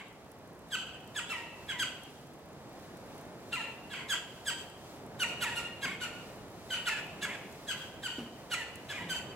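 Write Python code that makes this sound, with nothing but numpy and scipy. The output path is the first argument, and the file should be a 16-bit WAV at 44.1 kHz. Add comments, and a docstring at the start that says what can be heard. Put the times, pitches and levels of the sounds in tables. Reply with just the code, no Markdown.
"""Woodpeckers a few trunks away in a bare swamp wood give short falling, harsh notes: harmonics of a gliding
pitch plus throat noise, convolved with decaying noise for the long echo scattered by the trunks.
Small dry ticks and a rustle close by are filtered noise bursts; a few dull bumps are a damped sine and a
resonant noise ring. Under them a soft low rush of air and a fine hiss are shaped two-channel noise."""
import sys
import numpy as np
from scipy import signal
from scipy.fft import rfft, irfft, next_fast_len
from scipy.io import wavfile
from scipy.ndimage import uniform_filter1d

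SR = 44100
rng = np.random.default_rng(int(sys.argv[2]) if len(sys.argv) > 2 else 0)


def master_out(mix):
    """Clip the mix to full scale and print it as 16-bit PCM to the path in sys.argv[1]."""
    frames = np.transpose(np.atleast_2d(mix))
    ceiling = np.clip(frames, -1, 1)
    pcm = np.round(ceiling * 32767).astype(np.int16)
    wavfile.write(sys.argv[1], SR, pcm)


N = 412335
LEAD_S = .018  # rough, breathy start before the held pitch


def undb(db):
    """Decibels are logarithmic: 20 dB is a tenfold amplitude."""
    return 10 ** (np.asarray(db) / 20)


def on_log(points, hz, column=1):
    """Interpolate a frequency response, hz in column 0, on a log-frequency axis."""
    p = np.array(points, float)
    return np.interp(np.log(np.maximum(hz, 1)), np.log(p[:, 0]), p[:, int(column)])


def walk(rate, size):
    """Low-passed noise: random steps at a rate in Hz, smoothed twice, with spread near 1."""
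    k = max(int(SR / rate), 1)
    steps = np.repeat(rng.standard_normal(size // k + 1), k)
    return 1.196 * uniform_filter1d(uniform_filter1d(steps, k), k)[:size]


def add(track, sound, s):
    """Superposition: sum a sound into the track from time s, trimmed to the track's ends."""
    i = int(s * SR)
    a, b = max(-i, 0), min(sound.shape[-1], N - i)
    track[..., i + a:i + b] += sound[..., a:b]


def woodpeckers():
    """Direct sound plus reverberation: each note is heard straight and convolved with the trunks' echo."""
    # The calls: start_s (of the held pitch), level_db, pitch_hz, sag_share, ending_s (low ending),
    # ending_hz, ending_fundamental_db, harshness (0-1), treble_db, echo_db
    calls = [(-.07, -36, 1660, 0.051, .062, 1052, 1, 0.42, -1, -2),
             (0.7201, -30.5, 1646, 0.12, 0.014, 1000, 0, 0.02, 2.5, 0.8),
             (1.16, -29, 1716, .14, 0.033, 926, -1, .04, 0.5, 1.5),
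             (1.299, -33.5, 1359, 0.034, 0.093, 953, 0, .13, -1, 3),
             (1.69, -33.5, 1688, .11, 0.09, 1030, -2, 0.13, -3.5, 0.5),
             (1.798, -28, 1653, .11, 0.021, 1000, 1, 0.08, 4.5, -1),
             (3.528, -30, 1378, 0.043, .063, 919, -1.5, 0.11, -2.5, 5),
             (3.912, -36, 1690, 0.091, 0.078, 1000, -2, 0.23, -2, 4.5),
             (4.0959, -26, 1708, .12, 0.02, 1000, 1, 0.01, 2.5, -0.2),
             (4.4678, -26.5, 1640, 0.089, 0.026, 933, -1, 0.04, 5.5, -0.9),
             (5.202, -26.5, 1500, .092, 0.028, 950, -3, 0, 2.5, -.6),
             (5.419, -27.5, 1467, 0.1414, 0.0944, 921, 1, 0.22, 3.5, -2.5),
             (5.5603, -32.5, 1442, 0.038, 0.038, 940, -5, .05, 3.5, 4.5),
             (5.827, -27.5, 1655, 0.045, 0.092, 1047, -0.5, .37, 1.5, -3.5),
             (6.0102, -33, 1472, 0.043, 0.021, 892, -9, .1, 1, 5.5),
             (6.7085, -30.5, 1533, 0.0685, 0.024, 944, -3, 0.01, -1, 5),
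             (6.866, -28.5, 1522, 0.19, 0.096, 871, -7, 0.19, 2.5, -0.1),
             (7.226, -30.5, 1705, 0.018, 0.099, 1070, -3, 0.45, 2.5, -2),
             (7.681, -32, 1640, 0.093, 0.019, 1000, -1, 0, 0.2, 5.5),
             (8.0379, -31.5, 1590, 0.094, 0.023, 934, -3, 0.02, 2, 3),
             (8.517, -27, 1474, 0.096, 0.081, 942, -6, .14, 3, -0.5),
             (8.899, -33, 1737, 0.065, .11, 1067, -2, 0.37, -0.5, 2),
             (9.0975, -31.5, 1568, 0.06, 0.021, 937, 2, 0.06, 5.5, 4.5)]
    # Direct sound's interchannel differences: frequency_hz, right_lead_rad, left_minus_right_db
    ear_difference = [(1000, -0.19, -2), (1600, 0.47, -2), (3030, 0.99, -0.5), (4620, -1.85, -1),
                      (6500, -0.3, 4), (8300, 0.96, -2), (10900, -1.56, -2)]
    pan_db = 0.2  # left minus right
    out = np.zeros((2, N))
    sign = np.array([[.5], [-.5]])  # left, right
    for s, db, *shape, echo_db in calls:
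        voice = note(*shape)
        hz = np.fft.rfftfreq(len(voice), 1 / SR)
        balance = undb(sign * (pan_db + on_log(ear_difference, hz, column=2)))
        turn = np.exp(-1j * sign * on_log(ear_difference, hz))
        heard = signal.fftconvolve(voice[None], trunks(), axes=1) * undb(echo_db)
        heard[:, :len(voice)] += irfft(rfft(voice) * balance * turn, len(voice))
        add(out, heard * undb(db), s - LEAD_S)
    return out


def note(start_hz, sag, ending, end_hz, low_db, harsh, treble_db):
    """Source-filter voice: throat-coloured harmonics and noise; a sagging pitch drops to a duller low ending."""
    # Throat and beak response: frequency_hz, gain_db (relative)
    throat = [(500, -30), (930, -6), (1150, -13), (1450, -4), (1700, -3), (2200, -3), (3100, -7),
              (3800, -15), (4200, -20.5), (4700, -20), (5600, -28), (6400, -24.5), (8000, -19.5),
              (9000, -37), (10500, -24), (12000, -30), (14000, -34), (16500, -49)]
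    t = np.arange(SR // 4) / SR - LEAD_S
    harsh = np.clip(harsh, 0, 1)
    lead_hz = 1859 - 850 * harsh
    over_db = 4 - 6 * harsh  # overtones
    held = .033 - .085 * ending  # s; notes with a long low ending leave the held pitch sooner
    # longer endings are louder and rasp more
    ending_db = -13 + 70 * ending
    rasp_db = -19 + 48 * ending

    # pitch: rough lead-in, sagging hold, quick drop, then a drooping ending that wavers more when harsh
    end_hz = end_hz * (1 - 0.605 * (t - held - ending / 2))
    closing = np.clip(t / held, 0, 1)
    hold = start_hz * (1 - sag * closing ** 1.676)
    drop = np.clip((t - held) / (.013 - 0.0302 * ending), 0, 1)
    lead = np.clip(-t / 0.00595, 0, 1)
    waver = 1 + (.015 + .2 * harsh) * walk(55, len(t))
    hz = (hold + lead * (lead_hz - start_hz)) * (1 - drop) + end_hz * drop * waver
    shake = np.interp(t, [-.006, .002, held, held + .02], [.03, .017, .012, .014 + .06 * harsh])
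    hz = hz * (1 + shake * walk(500, len(t)))
    phase = 2 * np.pi * np.cumsum(hz) / SR

    stop = held + 0.0094 + ending
    db = np.interp(t, [-LEAD_S, -.004, .003, 1.13 * held, held + 0.0085, stop, stop + 0.0099],
                   [-32, -10, -2, 0, ending_db, ending_db - 6.5, -70])

    # a harsh voice repeats only every third cycle: lines appear between the harmonics
    thirds = np.arange(1, 52)[:, None]
    k = thirds / 3  # multiple of the fundamental
    share = np.where(thirds % 3 == 0, 1, harsh)
    bright = np.clip(np.log2(k * hz / 3000), 0, 1)
    # the beak closes through the note: overtones lead, the fundamental swells later, the ending is dull
    swell = np.where(k < 1.5, 3.4 * (closing - 1), over_db * (1 - drop) - 3.73 * closing)
    dulling = 18 * drop * np.clip(np.log2(k * hz / 2600), 0, 1)
    ending_colour = drop * np.where(k > 1.5, 4.0, low_db)
    colour = on_log(throat, k * hz) + treble_db * bright + swell - dulling + ending_colour
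    # each line breaks up by itself
    flutter = np.array([walk(172.3, len(t)) for _ in thirds]) * (2.6 + 1.86 * bright)
    turn = 2 * np.pi * rng.random(k.shape)
    lines = share * undb(colour + flutter) * (k * hz < 17000) * np.sin(k * phase + turn)
    voice = np.sum(lines, axis=0)

    # turbulent air in the same throat, puffed once a cycle and strongest at the start
    f = np.fft.rfftfreq(len(t), 1 / SR)
    tint = on_log(throat, f) + (treble_db + 10.0) * np.clip(np.log2(f / 2600 + .01), 0, 1) - 8
    breath = irfft(rfft(rng.standard_normal(len(t))) * undb(tint), len(t))
    puffs = 1 + 0.26 * np.sin(phase)
    breath = breath / breath.std() * puffs * undb(rasp_db + 9.2 * lead - 2.1 * drop)
    # as the beak opens, the first air whistles roughly in its narrow gap
    narrow = signal.butter(2, [3400, 4100], "band", fs=SR, output="sos")
    gap = signal.sosfilt(narrow, rng.standard_normal(len(t)))
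    opening = np.exp(-((t + 0.0075) / 0.0073) ** 2)
    breath = breath + gap / gap.std() * undb(-9 + 14.4 * harsh) * opening
    return (voice * undb(-3.0 * lead) + breath) * undb(db + 1.7 * walk(116.6, len(t)))


def trunks():
    """Multiple scattering: patchy noise per ear decays at its own rate in each band; the bass is mostly shared."""
    # Echo among the trunks: frequency_hz, t60_s (time to fall 60 dB), level_db (relative)
    wood = [(875, 0.84, 2), (1500, 0.62, -0.5), (2070, 0.77, 0.5), (2570, 0.81, 3.5), (4330, 0.62, 4.5),
            (6000, 0.53, 6.5), (8000, 0.48, 5.5), (12100, 0.47, -2.5)]
    t = np.arange(SR) / SR
    hz = np.fft.rfftfreq(SR, 1 / SR)
    mid, side = rfft(rng.standard_normal((2, SR)))
    # interchannel correlation c
    c = np.clip(on_log([(1200, 0.9), (2500, 0.29), (6000, -0.064)], hz), -1, 1)
    ears = np.sqrt(1 + c) * mid + np.sqrt(1 - c) * side * np.array([[1], [-1]])
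    out = 0
    for row, (_, t60, db) in zip(np.eye(len(wood)), wood):
        band = on_log(np.c_[np.array(wood)[:, 0], row], hz)  # triangle: 1 at this row, 0 at its neighbours
        out = out + undb(db - 60 * t / t60) * irfft(ears * band, SR)
    near = 1 + 0.27 * np.exp(-t / 0.036)  # the closest trunks answer first and loudest
    return out * near * undb(-40.5 + 2.12 * walk(61.2, SR)) * np.clip(t / 0.0048, 0, 1)


def ticks():
    """Impulsive noise: brief decaying bright bursts, a little to the right, with a faint patter of smaller ones."""
    # Dry ticks: start_s, level_db (before the band filter)
    tick_list = [(0.317, -45), (0.5911, -52), (0.6863, -53), (1.0755, -48), (2.0348, -42), (2.9711, -47),
                 (3.1797, -46), (3.2121, -46), (4.699, -46), (5.0639, -46), (6.5021, -53), (7.0673, -47),
                 (7.525, -45), (8.757, -38.5)]
    t = np.arange(SR // 20) / SR
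    patter = np.c_[rng.random(150) * N / SR, -56 + 2.5 * rng.standard_normal(150)]
    out = np.zeros((2, N))
    for s, db in [*tick_list, *patter]:
        burst = rng.standard_normal((2, len(t))) * undb(-60 * t / 0.016)
        add(out, undb(db) * burst, s)
    bright = signal.butter(2, [6500, 14000], "band", fs=SR, output="sos")
    return signal.sosfilt(bright, out) * undb([[-1.5], [1.5]])


def bumps():
    """Damped resonance: a short decaying sine knocks, then narrow-band noise rings low and uneven."""
    # Dull bumps: start_s, level_db, ring_hz, t60_s
    bump_list = [(5.851, -43, 183, 0.57), (8.183, -36.5, 226, 0.45), (9.009, -42.5, 163, 0.66)]
    t = np.arange(SR // 3) / SR
    out = np.zeros(N)
    for s, db, hz, t60 in bump_list:
        dull = signal.butter(1, [hz / 1.07, hz * 1.15], "band", fs=SR, output="sos")
        burst = signal.sosfilt(dull, rng.standard_normal(len(t)))
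        knock = 1.6 * np.sin(2 * np.pi * 1.4 * hz * t) * np.exp(-t / .003)
        ring = undb(-60 * t / t60) * np.clip(t / 0.0021, 0, 1) * burst / burst.std()
        add(out, undb(db) * (knock + ring), s)
    return out


def rustle():
    """Granular friction noise: one faint brush of dry leaves, a swell of dense grains in a broad band."""
    # The brush: centre_s, level_db (before the band filter), spread_s
    brush = (3.0, -63, .04)
    s, db, spread = brush
    grains = rng.standard_normal((2, N)) * undb(4.2 * walk(580, N))
    band = signal.butter(1, [1500, 5000], "band", fs=SR, output="sos")
    swell = np.exp(-((np.arange(N) / SR - s) / spread) ** 2)
    return signal.sosfilt(band, grains) * undb(db) * swell


def air():
    """Partly correlated broadband noise: a low rush that swells slowly over a fine hiss."""
    # Spectrum of the air: frequency_hz, density_db (per Hz, relative)
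    air_spectrum = [(15, -49), (25, -17), (141, -2), (216, -3.5), (361, -5), (710, -6), (769, -8),
                    (834, -9), (1510, -17.5), (1640, -18), (1930, -20), (2730, -26), (5520, -35.5),
                    (15800, -43.5)]
    # Level of the rush, rising quickly and then creeping up: time_s, level_db
    rush_level = [(0, -53.5), (1.3, -50), (9.35, -48)]
    # Level of the hiss: time_s, level_db
    hiss_level = [(0, -71.5), (1.3, -65), (9.35, -63.5)]
    # Likeness of the two channels: frequency_hz, correlation
    likeness = [(30, 0.83), (60, 0.82), (130, 0.97), (290, 1), (640, 0.92), (1400, 0.69), (3100, 0.68),
                (6800, 0.19), (15000, 0.34)]
    # Balance of the two channels: frequency_hz, left_minus_right_db
    lean = [(25, 14), (60, -9.5), (125, -1.4), (500, -0.5), (4000, 0.5), (12000, -1)]
    # Phase between the channels: frequency_hz, left_lead_rad
    phase_lead = [(20, -0.5), (300, 0.48), (1300, -.5), (2500, -1.55), (4500, -2.5), (15000, -3.5)]
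    size = next_fast_len(N)
    hz = np.fft.rfftfreq(size, 1 / SR)
    mid, side = rfft(rng.standard_normal((2, size)))
    c = np.clip(on_log(likeness, hz), -1, 1)
    sign = np.array([[1], [-1]])  # left, right
    ears = np.sqrt(1 + c) * mid + sign * np.sqrt(1 - c) * side
    ears = ears * undb(on_log(air_spectrum, hz) + sign * on_log(lean, hz) / 2)
    ears = ears * np.exp(1j * sign * on_log(phase_lead, hz) / 2)
    low = 1 / (1 + (hz / 3500) ** 4)  # crossover from rush to hiss
    rush = (low, rush_level, 1.37 * walk(2.975, N))
    hiss = (1 - low, hiss_level, 1.5 * walk(9, N))
    out, t = 0, np.arange(N) / SR
    for part, curve, flicker in (rush, hiss):
        noise = irfft(ears * part, size)[:, :N]
        level = undb(np.interp(t, *np.transpose(curve)) + flicker)
        out = out + noise / noise.mean(0).std() * level
    return out


def scene():
    """Superposition of the birds, the small sounds close by and the air."""
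    return woodpeckers() + ticks() + bumps() + rustle() + air()


def record(dry):
    """Band limiting: a high-pass thins the lowest bass and a steep elliptic low-pass cuts the top."""
    thin = signal.sosfilt(signal.butter(2, 33, "high", fs=SR, output="sos"), dry)
    return signal.sosfilt(signal.ellip(10, .2, 80, 15850, fs=SR, output="sos"), thin)


dry = scene()
out = record(dry)
master_out(out)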